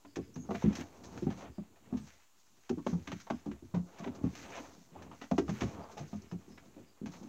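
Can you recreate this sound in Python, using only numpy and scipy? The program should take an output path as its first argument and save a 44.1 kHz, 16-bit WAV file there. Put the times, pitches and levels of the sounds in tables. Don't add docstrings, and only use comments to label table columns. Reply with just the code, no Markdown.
import sys
import numpy as np
from scipy import signal
from scipy.fft import rfft, irfft
from scipy.io import wavfile
from scipy.ndimage import uniform_filter1d

SR = 44100
rng = np.random.default_rng(int(sys.argv[2]) if len(sys.argv) > 2 else 0)


def pcm_store(signal):
    levels = np.round(np.clip(np.atleast_2d(signal), -1, 1) * 32767)
    wavfile.write(sys.argv[1], SR, levels.astype(np.int16).T)


def natural_amplitude(level_db):
    exponent = np.asarray(level_db, float) / 20
    return 10 ** exponent


N = 321048


def colour(x, points):
    hz, db = np.transpose(points)
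    f = np.maximum(np.arange(len(x) // 2 + 1) * SR / len(x), 1)
    gain = natural_amplitude(np.interp(np.log(f), np.log(hz), db))
    return irfft(rfft(x) * gain, len(x))


def band(x, lo_hz, hi_hz):
    sos = signal.butter(3, [lo_hz, hi_hz], "bandpass", fs=SR, output="sos")
    y = signal.sosfilt(sos, x)
    return y / np.sqrt(np.mean(y ** 2))


def walk(rate):
    hold = int(SR / rate)
    steps = np.repeat(rng.standard_normal(N // hold + 1), hold)
    smooth = uniform_filter1d(uniform_filter1d(steps, hold), hold)
    return 1.22 * smooth[:N]


def add(out, s, x):
    i = int(s * SR)
    out[i:i + len(x)] += x[:max(len(out) - i, 0)]


def ring(modes, gains, t60, t):
    hz, db, share = np.transpose(modes)[:, :, None]
    decay = np.exp(-np.log(1000) * t / (t60 * share))
    return np.sum(gains[:, None] * natural_amplitude(db) * decay * np.sin(2 * np.pi * hz * t), axis=0)


def grit(rate, spread_db):
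    clicks = rng.random(N) < rate / SR
    height = natural_amplitude(spread_db * np.minimum(rng.exponential(size=N), 2))
    return rng.standard_normal(N) * (1 + 4 * clicks * height)


# (frequency [Hz], level [dB per Hz])
AIR = [(15, -42), (25, 8), (33, -9), (80, 3), (123, -20), (1020, 1.5), (1790, -11), (1940, -14), (2840, -5),
       (3160, -7.5), (4140, -6), (5140, -8.5), (7110, -1), (8830, -14), (16000, -12)]


def air():
    x = colour(rng.standard_normal(N), AIR)
    return x / x.std() * natural_amplitude(-72 + 0.2 * walk(2.73))


# (frequency [Hz], level [dB], share of the ring time [1])
SHELL = [(146.8, -5.5, 0.92), (178, -3.5, 1.15), (210.2, 2, 0.86), (246.1, 3.5, 0.84), (283, 3.5, 0.77),
         (310, -1, 0.73), (336.5, 2, 0.62), (374.4, -4, 0.57), (433, -4.5, 0.62)]
# (frequency [Hz], level [dB], share of the ring time [1])
PANEL = [(472, 1.5, 0.57), (537, 4, .5), (612, 4, 0.41), (678.6, 5.5, 0.39), (758, -2.5, 0.6),
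         (882, -4.5, 0.17), (1014, -10.5, 0.28), (1106, -3, .35)]
# (frequency [Hz], level [dB], share of the ring time [1])
LEGS = [(74.7, -6, 1.44), (94.5, -2, 1.7), (123.8, -0.5, 1.33)]
# (frequency [Hz], level [dB per Hz])
SCRATCH = [(240, -18), (400, 1), (626, -3.5), (666, 0.5), (765, -2), (865, 0.5), (1010, -3), (1630, -9.5),
           (1990, -10), (2180, -9.5), (2550, -11), (4880, -24), (6340, -17), (9040, -44), (16000, -37)]
# (time [s], shell rumble [dB], pad scrape [dB], claw scratch [dB], fur hiss [dB])
RUBBING = [(0.0, -79, -74, -79, -81), (0.14, -69, -80, -77, -84), (0.3, -58, -77, -73, -73.5),
           (0.45, -55.5, -59.5, -72.5, -75), (0.55, -67, -71, -59.5, -59.5), (0.67, -57, -59, -60, -63),
           (0.71, -46.5, -52.5, -61.5, -68), (0.81, -56, -53.5, -54, -55),
           (0.85, -58.5, -59.5, -66.5, -69.5), (1.07, -56.5, -59.5, -70, -71), (1.19, -46, -56, -62.5, -64),
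           (1.3, -81, -64, -69, -70), (1.38, -53, -58.5, -66.5, -68.5), (1.46, -48, -51.5, -61.5, -69),
           (1.54, -70, -79, -78.5, -87), (1.64, -71, -74, -80, -111), (1.97, -62.5, -69, -72, -71),
           (2.13, -72, -69, -67, -67.5), (2.27, -80.5, -88, -80, -83), (2.55, -77, -83.5, -81, -76.5),
           (2.74, -78, -75, -71, -75), (2.86, -54, -78, -72, -72.5), (2.88, -43.5, -75, -60, -60),
           (2.98, -59, -70, -74, -73), (3.1, -59.5, -69, -70.5, -68), (3.33, -65.5, -76, -67, -71),
           (3.49, -65.5, -65, -73.5, -76), (3.57, -69, -68, -74, -80), (3.67, -70, -76, -75.5, -76),
           (3.81, -60.5, -68, -80.5, -78), (4.05, -65, -56.5, -61, -67.5), (4.18, -52.5, -53.5, -68, -72),
           (4.38, -54, -62, -58, -60), (4.5, -53, -53, -60, -63), (4.58, -57, -49.5, -53, -59.5),
           (4.7, -55, -60, -68.5, -67), (4.83, -73.5, -73.5, -76, -73.5), (5.05, -50, -55, -66.5, -80),
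           (5.19, -66, -73, -69.5, -68), (5.33, -73, -81, -70.5, -69), (5.47, -45.5, -82, -75, -73),
           (5.54, -48.5, -56.5, -56, -57), (5.72, -51.5, -54.5, -64.5, -66), (5.8, -43, -51, -65, -70.5),
           (5.86, -58.5, -51, -64, -69.5), (6.12, -60, -71, -70, -66.5), (6.2, -57.5, -68, -68, -74),
           (6.32, -63, -71, -74.5, -76), (6.67, -62, -66.5, -72, -75), (6.81, -67.5, -70, -72.5, -80),
           (7.06, -77, -75, -82, -97), (7.12, -58, -63, -66, -65), (7.2, -60, -63.5, -70.5, -69.5),
           (7.28, -70, -61, -67, -71)]


def rubbing():
    s, *columns = np.transpose(RUBBING)
    shell_db, pad_db, claw_db, fur_db = (np.interp(np.arange(N) / SR, s, c) for c in columns)
    t = np.arange(SR // 4) / SR
    slip = walk(30)
    body = [*SHELL, *LEGS]
    judder = signal.fftconvolve(grit(60, 5.8), ring(body, np.ones(len(body)), 0.13, t))[:N]
    skid = colour(grit(500, 1.66), SCRATCH)
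    panel_ring = ring(PANEL, np.ones(len(PANEL)), 0.13, t)
    driven = signal.fftconvolve(grit(150, 5.0), panel_ring)[:N]
    panel = band(skid, 430, 1434) + 0.47 * band(driven, 433, 1500)

    rumble = natural_amplitude(shell_db + 2.56 * walk(24.99)) * band(judder, 64, 540)
    scrape = natural_amplitude(pad_db - 2 + 2.2 * slip + 1.5 * walk(60)) * panel
    scratch = natural_amplitude(claw_db + 2.73 * slip + 1.5 * walk(60)) * band(skid, 1360, 4410)
    hiss = natural_amplitude(fur_db + 2.4 * slip + 1.8 * walk(40)) * band(skid, 4050, 8200)
    top_hiss = natural_amplitude(fur_db - 14) * band(skid, 8560, 15500)
    return rumble + scrape + scratch + hiss + top_hiss


# (time [s], peak level [dB], favoured pitch [Hz], ring t60 [s],
# panel modes re shell [dB], rocking on the legs re shell [dB])
BLOWS = [(0.052, -50.5, 310, 0.23, -9.5, -13), (0.168, -27.5, 430, 0.13, -6.5, -13),
         (0.356, -33.5, 160, 0.14, -23, -16), (0.495, -29.5, 230, 0.12, -2.5, -13),
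         (0.515, -28.5, 426, 0.086, -3, -17), (0.549, -32.5, 225, 0.11, -0.5, -11),
         (0.627, -17.5, 178, 0.14, -27, -17), (0.7, -30.5, 278, 0.11, -22, -19),
         (0.786, -30.5, 270, 0.14, -18, -13), (1.227, -26, 275, 0.09, -31, -9.5),
         (1.273, -18, 177, 0.095, -17, -16), (1.32, -34.5, 160, 0.083, -11, -11),
         (1.581, -31.5, 207, 0.1, -9, -18), (1.871, -53, 188, 0.16, -8, -14),
         (1.909, -40.5, 80.7, 0.37, -15, -6), (1.931, -26, 202, 0.15, -13.5, -20),
         (1.998, -42.5, 163, 0.16, -31, -14), (2.7, -21, 318, 0.11, -16, -19.5),
         (2.779, -29.5, 258, 0.091, -28, -18), (2.866, -25.5, 285, 0.13, -17, -23),
         (2.932, -24.5, 182, 0.098, -26, -12), (2.964, -40.5, 111, 0.14, -25, -4),
         (3.076, -37.5, 269, 0.14, -21, -8), (3.131, -32.5, 178, 0.11, -17, -11),
         (3.301, -25.5, 250, 0.12, -7, -21), (3.461, -29.5, 248, 0.13, -14, -16.5),
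         (3.52, -37.5, 264, 0.091, -26, -7), (3.625, -41.5, 324, 0.14, -15, -6),
         (3.744, -24.5, 139, 0.18, -13.5, -15), (3.999, -37.5, 200, 0.21, -3, -16),
         (4.065, -30, 320, 0.14, -7, -14), (4.213, -40, 283, 0.11, -7, -1),
         (4.243, -19.5, 192, 0.11, -17.5, -16), (4.576, -40, 334, 0.31, -2, -24),
         (4.779, -52, 198, 0.12, -16, -27), (4.922, -49.5, 188, 0.18, -11, -18),
         (5.215, -39.5, 260, 0.11, -1, -22), (5.316, -20, 190, 0.096, -6.5, -21),
         (5.389, -17, 354, 0.11, -19, -22.5), (5.486, -26, 189, 0.12, -13, -13),
         (5.622, -22.5, 88, 0.12, -7.5, -6), (5.969, -46, 234, 0.11, 8, -8),
         (6.006, -36, 139, 0.16, -6, -18), (6.133, -32.5, 187, 0.14, -9.5, -10.5),
         (6.32, -31, 143, 0.13, -17, -10.5), (6.484, -45, 245, 0.14, -25, -13),
         (6.761, -43, 338, 0.12, -4.5, -11), (7.018, -31.5, 210, 0.13, -31, -15),
         (7.061, -39, 151, 0.2, -10, -22), (7.216, -40, 297, 0.2, -12, -19),
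         (7.248, -45, 222, 0.16, -18, -17)]


def blows():
    out = np.zeros(N)
    t = np.arange(SR // 3) / SR
    shell_hz = np.array(SHELL)[:, 0]
    for s, db, hz, t60, panel_db, legs_db in BLOWS:
        push = np.zeros(SR // 8)
        when = np.cumsum(0.003 + 0.006 * np.abs(rng.standard_normal(4))) - 0.003
        at = np.clip(when * SR, 0, len(push) - 1).astype(int)
        bounce_db = 2.7 * rng.standard_normal(4) - 3.62 * np.arange(4)
        push[at] = natural_amplitude(bounce_db) * np.sign(rng.standard_normal(4))

        near = np.exp(-0.5 * (np.log2(shell_hz / hz) / 0.3) ** 2) + 0.21
        shell_gains = near * natural_amplitude(2.63 * rng.standard_normal(len(SHELL)))
        panel_gains = natural_amplitude(3.7 * rng.standard_normal(len(PANEL)))
        legs_gains = natural_amplitude(2.3 * rng.standard_normal(len(LEGS)))
        # modes, gains, peak level in dB, build-up time in s
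        parts = ((SHELL, shell_gains, db, 0.005),
                 (PANEL, panel_gains, db + panel_db - 1, 0.001),
                 (LEGS, legs_gains, db + legs_db, 0.012))
        for modes, gains, level_db, rise in parts:
            response = ring(modes, gains, max(t60, 0.02), t) * (1 - np.exp(-t / rise))
            wave = signal.fftconvolve(response, push)
            add(out, s - 0.005, natural_amplitude(level_db) * wave / np.abs(wave).max())
    return out


# (time [s], peak level [dB], dull part [dB], bright part [dB],
# skid t60 [s], pitch of the struck rib [Hz])
CLAWS = [(0.0503, -51.5, -48.5, -70, 0.05, 1140), (0.1585, -36.5, -44.5, -40, 0.057, 1990),
         (0.3586, -52.5, -50.5, -54, 0.08, 955), (0.5073, -43, -36.5, -54, 0.076, 1470),
         (0.5487, -37.5, -49, -49, 0.077, 1470), (0.6225, -46, -39.5, -54, 0.11, 1010),
         (0.729, -46, -57, -52, 0.12, 1950), (0.7525, -41.5, -53, -39.5, 0.082, 3340),
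         (1.0364, -54, -60, -50, 0.15, 980), (1.1757, -47, -50, -54, 0.055, 977),
         (1.2251, -53.5, -55, -56, 0.091, 1040), (1.3028, -44.5, -44.5, -53.5, 0.13, 935),
         (1.419, -48.5, -54, -67, 0.08, 1510), (1.759, -61, -61, -72, 0.095, 1340),
         (1.934, -55, -51, -67, 0.13, 915), (1.9704, -53, -61, -53.5, 0.14, 947),
         (2.6936, -39.5, -40.5, -42, 0.051, 960), (2.7794, -57, -46, -62, 0.08, 1130),
         (2.8659, -34.5, -27, -46, 0.046, 920), (2.9318, -56, -44, -58, 0.08, 940),
         (3.0724, -39, -47, -48.5, 0.11, 1220), (3.1182, -35, -39.5, -44.5, 0.06, 1010),
         (3.2006, -51, -65, -49.5, 0.11, 1660), (3.268, -51, -45, -63, 0.084, 980),
         (3.3013, -34.5, -29, -46.5, 0.055, 1140), (3.46, -55.5, -47.5, -59, 0.1, 904),
         (3.5147, -47.5, -54, -59, 0.07, 1396), (3.7449, -45.5, -41, -52.5, 0.11, 1120),
         (3.985, -49, -51.5, -52, 0.11, 1250), (4.0418, -41, -42.5, -65, 0.08, 1145),
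         (4.0737, -47, -45, -60, 0.072, 923), (4.1494, -55, -53.5, -52, 0.089, 920),
         (4.351, -49, -55, -49, 0.23, 885), (4.573, -49, -47, -59, 0.1, 1170),
         (4.7354, -69, -72, -58, 0.058, 1090), (4.952, -64, -49.5, -76, 0.16, 1090),
         (5.0214, -50.5, -57, -54.5, 0.096, 940), (5.1138, -53, -49, -68, 0.16, 1004),
         (5.215, -41.5, -44.5, -51.5, 0.12, 1080), (5.3126, -41, -31.5, -47.5, 0.051, 895),
         (5.3813, -29.5, -30, -36.5, 0.058, 1580), (5.481, -47.5, -45, -58, 0.087, 1280),
         (5.493, -42, -49, -46, 0.073, 1130), (5.6083, -31.5, -37, -40.5, 0.096, 1310),
         (5.7423, -58, -58, -64, 0.08, 1060), (5.9144, -54.5, -62, -52, 0.097, 1110),
         (5.9736, -45.5, -43, -48.5, 0.16, 890), (6.129, -54, -48.5, -71, 0.099, 910),
         (6.2194, -66, -68, -55, 0.057, 940), (6.3139, -50, -50.5, -56, 0.084, 980),
         (6.576, -49, -57, -68, 0.083, 1210), (7.0598, -46, -49.5, -50.5, 0.098, 900),
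         (7.1357, -50.5, -50, -55.5, 0.14, 950), (7.2294, -64, -55.5, -55, 0.062, 912)]


def claws():
    out = np.zeros(N)
    t = np.arange(SR // 4) / SR
    skid = colour(grit(900, 2.17), SCRATCH)
    middle, dull = band(skid, 1390, 3920), band(skid, 450, 1300)
    bright, top = band(skid, 4260, 8500), band(skid, 7900, 15500)
    onset = 1 - np.exp(-t / 0.00099)
    for s, db, dull_db, bright_db, t60, hz in CLAWS:
        i = int((s - 0.001) * SR)
        rib_modes = [(hz, 0, 1.0), (0.54 * hz, -3, 1.2), (1.42 * hz, -4, 0.8), (1.9 * hz, -6, 0.6)]
        ribs = ring(rib_modes, natural_amplitude(5.3 * rng.standard_normal(4)), 0.044, t[:2000])
        # noise, level in dB, stretch of the decay, share of rib ringing
        parts = ((middle, db - 5, 1.19, 0.39), (dull, dull_db - 1.5, 1.18, 0.29),
                 (bright, bright_db - 5, 1.37, 0), (top, bright_db - 17, 0.59, 0))
        for layer, level_db, stretch, ringing in parts:
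            piece = layer[i:i + len(t)]
            rung = signal.fftconvolve(piece, ribs)[:len(piece)]
            piece = piece + ringing * band(rung, 450, 6000)
            shape = onset * np.exp(-np.log(1000) * t / (max(t60, 0.01) * stretch))
            add(out, (i + 0.1) / SR, natural_amplitude(level_db) * piece * shape[:len(piece)])
    return out


# (time [s], length [s], start frequency [Hz], end frequency [Hz], level [dB])
CHIRPS = [(.338, .03, 5600, 6700, -54), (.355, .12, 6600, 6500, -62), (1.98, .08, 8150, 8150, -76),
          (4.42, .11, 8150, 8150, -76), (.05, .11, 4750, 4800, -71), (.2, .12, 5200, 4800, -74),
          (1.5, .12, 4900, 4750, -73), (3.3, .12, 5000, 5200, -72), (5.4, .08, 5300, 5200, -72),
          (5.81, .05, 4800, 4750, -70), (5.95, .06, 5300, 5200, -68), (6.27, .07, 5250, 5250, -71),
          (6.48, .14, 5100, 5350, -71), (6.85, .1, 4900, 4700, -74)]


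def chirps():
    out = np.zeros(N)
    for s, length, from_hz, to_hz, db in CHIRPS:
        n = int(length * SR)
        flutter = band(rng.standard_normal(8000), 14, 260)[-n:]
        phase = 2 * np.pi * np.cumsum(np.linspace(from_hz, to_hz, n)) / SR
        add(out, s, natural_amplitude(db + 1.5) * np.hanning(n) ** 0.5 * flutter * np.sin(phase))
    return out


def scene():
    stool = rubbing() + blows() + claws()
    t = np.arange(SR // 5) / SR
    scatter = rng.standard_normal(len(t)) * np.exp(-np.log(1000) * t / 0.19) * (t > 0.004)
    scatter = scatter / np.sqrt(np.sum(scatter ** 2))
    wet = signal.fftconvolve(stool, scatter)[:N]
    return (stool + natural_amplitude(-13.5) * wet + chirps() + air())[None]


def band_limit(x):
    return signal.sosfilt(signal.butter(12, 16380, fs=SR, output="sos"), x)


def record(dry):
    bass_cut = signal.butter(5, 62, "highpass", fs=SR, output="sos")
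    top_cut = signal.ellip(10, 0.2, 60, 15760, fs=SR, output="sos")
    mix = signal.sosfilt(top_cut, signal.sosfilt(bass_cut, dry)) - 0.0005
    return band_limit(mix)


dry = scene()
out = record(dry)
pcm_store(out)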